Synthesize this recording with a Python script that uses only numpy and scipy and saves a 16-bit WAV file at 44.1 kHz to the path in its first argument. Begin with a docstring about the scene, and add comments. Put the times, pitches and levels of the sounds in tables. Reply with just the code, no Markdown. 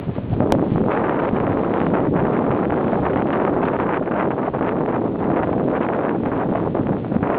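"""Dog sled in a head wind

A sled runs along packed snow, heard from a small camera riding on it. Eddies sweep over the microphone:
slow air thumps and flutters, fast air tears and rasps, and gusts and lulls pass over a low rumble.
Underneath, the runners hiss and swish and the sled thuds over ruts.
One sharp click overloads the recorder."""
import sys
import numpy as np
from scipy import signal
from scipy.fft import rfft, irfft
from scipy.io import wavfile
from scipy.ndimage import uniform_filter1d, map_coordinates

SR = 44100
rng = np.random.default_rng(int(sys.argv[2]) if len(sys.argv) > 2 else 0)


def to_wav(sig):
    """Store sig (one row per channel, or 1-D mono) as 16-bit WAV at the path in sys.argv[1].

    Samples outside -1..1 are clipped; the rate is SR.
    """
    pcm = np.clip(np.atleast_2d(sig), -1, 1) * 32767
    pcm = np.round(pcm).astype(np.int16)
    wavfile.write(sys.argv[1], SR, pcm.T)  # frames by channels


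N = 325458
TIME = np.arange(N) / SR

# tone of the microphone port: (frequency [Hz], gain [dB])
MIC_PORT = [(20, -27), (40, -27.5), (70, -19), (110, -7.5), (180, -0.5), (300, 2), (480, 1.44), (800, 1.43),
            (1300, 1.3), (2000, 0.73), (3000, 0.5), (5000, -6)]


def wind(surge_db=0.96, surge_hz=120, flutter_db=0.24, flutter_hz=60,
         wander_db=0.33, sway_db=0.39, drift_hz=12, trim_db=-0.12):
    """Turbulence on the microphone; brief surges make it brighter and louder together."""
    # bed of head wind: (time [s], level [dB], eddy rate [Hz])
    head_wind = [(0, -29, 100.1), (.27, -32.5, 62.21), (.42, -19.5, 165.5), (.66, -17.5, 145.1),
                 (.85, -18.5, 139.8), (.91, -18, 378.6), (1.45, -18.5, 267.5), (2.25, -17.5, 258.1),
                 (2.9, -18, 237.6), (3.4, -18, 289.8), (3.65, -17.5, 284.1), (3.9, -19, 345.3),
                 (4.45, -20.5, 285.1), (4.7, -20, 275.7), (5.55, -19, 234.7), (5.68, -18.5, 215),
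                 (5.76, -19, 299.7), (6.05, -20, 280.4), (6.45, -19.5, 254.3), (6.85, -20.5, 194.9),
                 (7.1, -24.5, 165.2), (7.28, -19.5, 304.4)]
    # gusts, fast and bright or slow and heavy: (time [s], length [s], speed gain [dB], level gain [dB])
    gusts = [(.095, 0.052, -3, 10.5), (.182, 0.045, 3, 11.5), (.255, .05, -2, 11), (.33, 0.054, -3, 1),
             (.45, .07, 1.5, 3), (.915, 0.062, 2, -0.5), (1.25, 0.049, 2, 0), (1.65, .05, 2, -2),
             (1.76, 0.058, 1.5, -1), (1.95, 0.05, 2, 1.5), (2.26, .03, 2.5, 0), (2.36, .07, 2.5, 0),
             (2.79, 0.053, 2, -0.5), (3.058, .035, 5, -0.5), (3.335, .024, 4.5, 0),
             (3.95, 0.049, 3.5, -1.5), (4.2, 0.098, 3, 1.5), (4.315, 0.031, 4.5, -3), (4.68, .03, 4, 0.5),
             (4.94, 0.047, 2, 0.5), (5.3, 0.094, -1, 2.5), (5.385, 0.062, 2.5, 2.5), (5.437, .025, 4.5, -1),
             (5.765, 0.04, 5.5, -1), (5.832, .04, 4.5, -1.5), (5.99, 0.037, 2, 0), (6.33, 0.062, 2, -2),
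             (6.42, 0.058, 2.5, 0), (6.565, 0.039, 3, -2), (6.76, 0.046, 1, -1), (6.9, 0.068, -1, 0),
             (7.163, 0.029, -1.5, 1), (7.34, 0.079, 1, -0.5)]
    # lulls where the air slackens: (time [s], length [s], speed loss [dB], level loss [dB])
    lulls = [(.135, 0.067, 0, 4), (.215, 0.03, 0, 0), (.565, .03, 3, -1), (.655, 0.053, 0, 3.5),
             (.715, 0.073, 6, 3.5), (1.315, 0.05, 2.5, 7), (1.89, 0.05, 4.5, -1), (2.108, 0.064, 10, -1.5),
             (2.232, 0.037, 4, -1.5), (2.68, .04, 4.5, 0.5), (3.01, 0.038, 1.5, 0.5),
             (3.245, 0.045, 4.5, 1), (3.515, 0.057, 3, 0.5), (3.775, 0.026, 1, 7.5),
             (4.005, 0.049, 8.5, -1), (4.05, .045, 4, 6), (4.1, .02, 4, 1.5), (4.283, 0.052, 6.5, -4.5),
             (4.352, 0.035, 6, 2), (4.517, 0.04, 6.5, 8), (4.76, .06, 1.5, -1), (4.855, 0.06, 3, -2),
             (5.02, 0.081, 3.5, -0.5), (5.115, 0.06, 6.5, 2.5), (5.175, 0.078, 3.5, 2.5),
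             (5.58, 0.061, 3.5, -1.5), (5.65, 0.099, 3, 0), (5.792, 0.03, 4.5, 0), (5.915, 0.031, 2.5, 1),
             (6.14, .06, 2, 0), (6.21, 0.092, 8, 1), (6.485, 0.083, 4.5, -2), (6.6, 0.051, 2, 0),
             (6.715, 0.069, 6, 1.5), (6.835, 0.041, 2.5, 2.5), (7.015, 0.091, 3, 1.5),
             (7.085, 0.049, 2.5, 1), (7.192, 0.038, 7, 3)]
    level_db, eddy_hz = curves(head_wind)
    gust_speed_db, gust_db = swells(gusts)
    lull_speed_db, lull_db = swells(lulls)
    front_db = gust_fronts()
    surging_db = surge_db * walk(surge_hz)
    speed_db = gust_speed_db - lull_speed_db + .35 * front_db + surging_db + wander_db * walk(drift_hz)
    pressure = eddies(eddy_hz * undb(speed_db))
    pressure *= undb(surging_db + flutter_db * walk(flutter_hz))
    # even out the texture so that the gusts shape its loudness
    texture = steady(colour(pressure, MIC_PORT), even_s=0.026)
    strength_db = level_db + gust_db - lull_db + front_db + sway_db * walk(drift_hz)
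    return texture * undb(strength_db + trim_db)


def eddies(eddy_hz, slope=0.44):
    """A frozen pattern of vortices blows past the port: the faster it passes, the brighter it sounds."""
    # vortices in the stream: (relative width, count per eddy period, level [dB])
    vortex_mix = [(1.624, 2.6, -2), (1.16, 1.5, -6.5), (0.61, .27, -19)]
    size, steps_per_period = 2 ** 18, 64
    wavenumber = np.fft.rfftfreq(size, 1 / steps_per_period)
    pattern = np.zeros(size)
    for width, density, db in vortex_mix:
        present = rng.random(size) < density / steps_per_period
        # a vortex gives a push, a pull or a swing, depending on how it passes
        cores = present * np.exp(2j * np.pi * rng.random(size))
        spectrum = rfft(cores.real) + 1j * rfft(cores.imag)
        # its smooth core rolls the highs off exponentially
        core_tone = wavenumber ** slope * np.exp(-wavenumber * width / 2)
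        pattern += undb(db) * unit(irfft(spectrum * core_tone))
    travelled = np.cumsum(eddy_hz) * steps_per_period / SR
    return map_coordinates(pattern, [travelled % (size - 1)], order=3, mode="wrap")


def gust_fronts(stall_s=.015, rush_s=.012, overshoot=.5):
    """Swing of the wind in dB: the air stalls before each front, then snaps back and overshoots."""
    # gust fronts: (time [s], stall depth [dB])
    stalls = [(.893, 3.5), (1.934, 7), (2.72, 4.5), (2.921, 7.5), (3.159, 6), (3.327, 6), (3.474, 6),
              (3.733, 5), (3.788, 6), (4.111, 4.5), (4.305, 5.5), (4.533, 9), (4.609, 9.5), (4.876, 8),
              (5.471, 6), (5.886, 5), (6.315, 7.5), (6.486, 6), (6.55, 7), (6.745, 6), (7.227, 4)]
    swing_db = np.zeros(N)
    for s, depth_db in stalls:
        near = np.abs(TIME - s) < .1
        age = TIME[near] - s
        stall = -np.exp(-np.abs(age) / stall_s)
        rush = overshoot * np.exp(-np.abs(age) / rush_s)
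        swing_db[near] += depth_db * np.where(age < 0, stall, rush)
    return uniform_filter1d(swing_db, size=64)


def buffets(gain_db=1.5):
    """Each strong eddy hits the microphone with one pressure swing: slow ones thump, fast ones crack."""
    # single strong eddies: (time [s], relative level [dB], eddy rate [Hz])
    hits = [(0.083, -14.5, 120.3), (0.098, -14, 109), (.185, -11, 171), (.333, -12.5, 95), (.405, 0, 199.5),
            (.423, -4, 171), (.431, -6.5, 159), (.551, -3.5, 199), (.586, -8, 210), (.595, -6.5, 250),
            (.626, -3, 156.5), (.666, -9.5, 191), (.722, -7, 138), (.760, -5.5, 211), (.781, -7.5, 290),
            (.816, -7.5, 236), (.863, -9, 190), (.885, -3.5, 327), (.975, -16.5, 700),
            (1.095, -10.5, 689.3), (1.290, -9.5, 600), (1.312, -9, 177.6), (1.366, -11, 750),
            (1.402, -9.5, 570), (1.468, -10, 478), (1.521, -14, 528.6), (1.573, -7, 388),
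            (1.739, -9.5, 806), (1.803, -9.5, 800), (1.816, -5, 464.3), (1.867, -5.5, 430),
            (1.967, -15, 416.4), (2.070, -16.5, 420.3), (2.163, -12.5, 380), (2.203, -15.5, 647),
            (2.391, -4.5, 277), (2.515, -10.5, 630), (2.654, -9, 486), (2.706, -7.5, 500),
            (2.723, -7.5, 340), (2.882, -14.5, 690), (2.943, -17.5, 575.2), (3.067, -7, 544),
            (3.134, -12, 599), (3.16, -6, 431), (3.222, -9.5, 525), (3.272, -15.5, 801), (3.305, -7.5, 587),
            (3.333, -10, 520), (3.358, -9, 413), (3.400, -15, 467.3), (3.451, -3, 370), (3.638, -10, 433),
            (3.766, -10.5, 542), (3.801, -4.5, 433), (3.868, -13, 437), (3.936, -6, 493),
            (4.120, -5.5, 318.1), (4.143, -21, 779.7), (4.306, -5.5, 348.2), (4.610, -8.5, 199.5),
            (4.646, -15.5, 530), (4.692, -6, 584), (4.808, -8.5, 337), (4.861, -11.5, 450),
            (4.964, -9, 332), (5.302, -6, 243), (5.369, -12, 380.5), (5.433, -8, 485.1), (5.598, -11, 340),
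            (5.686, -6, 226), (5.81, -4.5, 259), (5.832, -14.5, 800), (5.866, -7, 360), (5.888, -11.5, 370),
            (5.935, -8, 443.8), (5.99, -10, 401.8), (6.051, -8.5, 432), (6.094, -7, 492),
            (6.260, -11.5, 494.6), (6.377, -17.5, 480), (6.556, -12, 416), (6.675, -3.5, 220),
            (6.752, -6.5, 209), (6.773, -11, 230), (6.812, -8.5, 192), (6.87, -12.5, 534), (6.893, -7, 172),
            (6.935, -15.5, 350.1), (6.950, -18, 229), (6.968, -12.5, 310.6), (7.047, -14, 292),
            (7.122, -11, 180), (7.148, -11, 188), (7.166, -9, 340), (7.23, -7.5, 430), (7.302, -2, 414),
            (7.345, -7, 565)]
    pressure = np.zeros(N)
    for (s, db, eddy_hz), phase in zip(hits, rng.uniform(0, 2 * np.pi, len(hits))):
        near = np.abs(TIME - s) < .04
        distance = 2 * np.pi * eddy_hz * (TIME[near] - s)
        swing = np.real(np.exp(1j * phase) / (1 - 2j * distance) ** 1.21)
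        pressure[near] += undb(db + gain_db) * swing
    return colour(pressure, MIC_PORT)


def rut_thuds(swell_s=0.0029):
    """Snow cushions each jolt over a rut, so the frame swells into a few swings and stops."""
    # low thuds and wooden knocks: (time [s], peak level [dB], pitch [Hz])
    jolts = [(0.088, -13.5, 150.4), (0.304, -14, 170), (.324, -9.5, 125), (.329, -20.5, 713),
             (.338, -32, 690), (.378, -17, 232), (0.429, -18, 270), (0.53, -18, 330), (.541, -13, 560),
             (.717, -8, 199.6), (.752, -10.5, 149.3), (0.81, -9, 209.1), (.859, -12, 205.3),
             (1.331, -6.5, 204.5), (1.365, -17, 148.1), (1.492, -14, 170), (1.923, -11, 199.1),
             (2.155, -10, 188), (2.226, -11, 197), (2.501, -12.5, 134.5), (2.52, -19, 280.6),
             (2.599, -15, 292), (3.645, -15, 290), (3.732, -14, 671), (4.011, -15, 616),
             (4.476, -13, 705.5), (5.055, -14, 278.5), (5.328, -16, 270), (5.515, -18.5, 140),
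             (5.578, -13.5, 220.2), (5.652, -11, 280.9), (6.263, -12, 258.5), (6.318, -17, 290),
             (6.515, -11, 185.2), (6.550, -12.5, 678.5), (6.747, -12.5, 330.4), (6.795, -11, 297.8),
             (6.907, -8.5, 179.1), (6.944, -18, 189.8), (7.118, -12, 212.2), (7.161, -6, 225.4),
             (7.226, -7.5, 189.9)]
    track = np.zeros(N)
    age = np.arange(SR // 10) / SR
    envelope = age / swell_s * np.exp(1 - age / swell_s)
    for (s, db, hz), phase in zip(jolts, rng.uniform(0, 2 * np.pi, len(jolts))):
        start = int(s * SR)
        thud = undb(db) * envelope * np.sin(2 * np.pi * hz * age + phase)
        track[start:start + len(age)] += thud[:N - start]
    return track


def click(at_s=.5227, rise_s=0.0001):
    """A sharp click that the recorder clips, gone within a few milliseconds."""
    # brief ring of the click: (frequency [Hz], level [dB], decay [s])
    modes = [(89, 0.5, 0.0035), (330, 5, 0.00217), (490, 4.5, 0.0018), (732, 5, 0.0014),
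             (1360, 9, 0.000525), (2260, -23, 0.0025)]
    age = np.maximum(TIME - at_s, 0)
    ring = sum(undb(db) * np.exp(-age / decay_s) * np.cos(2 * np.pi * hz * age)
               for hz, db, decay_s in modes)
    attack = 1 - np.exp(-age / rise_s)
    return -ring * attack


def camera_rumble(trim_db=-2.5):
    """Wind shakes the camera: a low, unbroken shudder under the gusts."""
    # strength of the shaking: (time [s], relative level [dB])
    shaking = [(0, -33), (.09, -24.5), (.24, -37), (.29, -26), (.33, -17), (.38, -25), (.42, -22),
               (.48, -38), (.52, -23), (.61, -30), (.69, -35), (.76, -25), (.84, -27), (.94, -38),
               (1.02, -31), (1.13, -42), (1.33, -28), (1.5, -24.5), (1.62, -34), (1.75, -39), (1.83, -31),
               (2.24, -29.5), (2.33, -41), (2.5, -30), (2.63, -39), (2.71, -25), (2.79, -37), (3.04, -28),
               (3.23, -31), (3.35, -44), (3.59, -28.5), (3.7, -33), (4.4, -38), (4.6, -32), (4.8, -39),
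               (5.17, -38), (5.28, -27.5), (5.62, -38), (5.74, -36), (6.12, -42), (6.26, -30), (6.5, -35.5),
               (6.77, -30), (6.96, -29), (7.07, -39), (7.16, -27), (7.38, -40)]
    # tone of the shudder: (frequency [Hz], gain [dB])
    bass_tone = [(20, -15.5), (45, -12), (70, -3), (100, 0), (130, 0.5), (170, -16.5), (300, -48.5)]
    level_db, = curves(shaking)
    shudder = steady(colour(rng.standard_normal(N), bass_tone), even_s=.04)
    return shudder * undb(level_db + trim_db)


def runners(grains_per_s=700, crunch=0.87, uneven_db=0.76, uneven_hz=20, frame_db=5):
    """Snow crystals crush under the runners in a dense hiss, and the frame rumbles along."""
    # glide of the runners: (time [s], level [dB])
    glide = [(0, -42.5), (.3, -43), (.45, -43), (.65, -40.5), (.85, -42), (1.4, -42.5), (1.8, -40),
             (2.1, -43.5), (3, -40.5), (4, -46), (5.3, -43.5), (7.38, -43.5)]
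    # swishes of loose snow: (time [s], length [s], gain [dB])
    swishes = [(.035, 0.065, 4.5), (.16, 0.099, 5), (.32, .08, 4.5), (.725, .1, 3.5), (.925, 0.036, 8),
               (1.25, 0.061, 4), (3.34, .05, 4), (3.655, 0.039, 12), (3.8, .05, 7), (3.94, 0.039, 2)]
    # tone of the snow hiss: (frequency [Hz], gain [dB])
    snow_tone = [(300, 5), (800, 11), (1400, 3.5), (2100, -0.5), (2900, -1.5), (3600, 1), (4400, -3.5),
                 (5200, -11), (7000, -40)]
    # tone of the sled frame: (frequency [Hz], gain [dB])
    frame_tone = [(25, -19.5), (60, -13.5), (130, -9), (260, -2), (500, 2), (1000, -17), (2000, -47.5)]
    level_db, = curves(glide)
    swish_db, = swells(swishes)
    grains = (rng.random(N) < grains_per_s / SR) * rng.standard_normal(N)
    hiss = unit(colour(rng.standard_normal(N) + crunch * unit(grains), snow_tone))
    frame = unit(colour(rng.standard_normal(N), frame_tone))
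    hiss *= undb(swish_db + uneven_db * walk(uneven_hz))
    return (hiss + frame * undb(frame_db)) * undb(level_db)


def undb(db):
    """Decibels to gain."""
    return 10 ** (np.asarray(db) / 20)


def unit(x):
    """Scale to rms 1."""
    return x / np.sqrt(np.mean(x ** 2))


def steady(x, even_s):
    """Ride the rms towards 1 over stretches of even_s, keeping the fine flutter."""
    size = max(int(even_s * SR), 64)
    power = uniform_filter1d(uniform_filter1d(x ** 2, size), size)
    return x / np.sqrt(np.abs(power) + 1e-18)


def curves(table):
    """Straight-line automation from rows of (time [s], values), one curve per value column."""
    s, *columns = np.transpose(table)
    return [np.interp(TIME, s, column) for column in columns]


def swells(table, edge=2.4):
    """Smooth bells from rows of (time [s], length [s], heights [dB]), one curve per height column."""
    return sum(np.outer(heights_db, np.exp(-(edge * (TIME - s) / length_s) ** 2))
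               for s, length_s, *heights_db in table)


def colour(x, points):
    """Equalise along a curve of (frequency [Hz], gain [dB]) points."""
    hz, db = np.transpose(points)
    bin_hz = np.maximum(np.fft.rfftfreq(N, 1 / SR), 1)
    gain_db = np.interp(np.log(bin_hz), np.log(hz), db)
    return irfft(rfft(x) * undb(gain_db), N)


def walk(rate_hz):
    """Smooth random drift of rms 1, rolled off above rate_hz."""
    bin_hz = np.fft.rfftfreq(N, 1 / SR)
    return unit(irfft(rfft(rng.standard_normal(N)) / (1 + (bin_hz / rate_hz) ** 2), N))


def scene(headroom=.72, band_hz=4800):
    """The microphone rounds off strong gusts and passes a narrow band; only the click is full of treble."""
    # treble loss of the microphone: (frequency [Hz], gain [dB])
    treble_loss = [(1800, 0), (2600, -1), (3200, -5), (3700, -10), (4300, -15.5), (5000, -21)]
    outdoors = wind() + camera_rumble() + buffets() + rut_thuds() + runners()
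    saturated = headroom * np.tanh(outdoors / headroom)
    lowpass = signal.ellip(8, .5, 70, band_hz, fs=SR, output="sos")
    muffled = signal.sosfilt(lowpass, colour(saturated, treble_loss))
    return (muffled + click())[None]


def record(dry, ceiling=.69, top_hz=16500):
    """The recorder clips the tallest peaks, dulls the highest treble and cuts the top."""
    # top-end roll-off of the recorder: (frequency [Hz], gain [dB])
    top_rolloff = [(5000, 0), (8000, -3), (12000, -0.5), (12700, -17.5), (16500, -28)]
    clipped = np.clip(dry, -ceiling, ceiling)
    lowpass = signal.ellip(8, .2, 70, top_hz, fs=SR, output="sos")
    return signal.sosfilt(lowpass, colour(clipped, top_rolloff))


dry = scene()
out = record(dry)
to_wav(out)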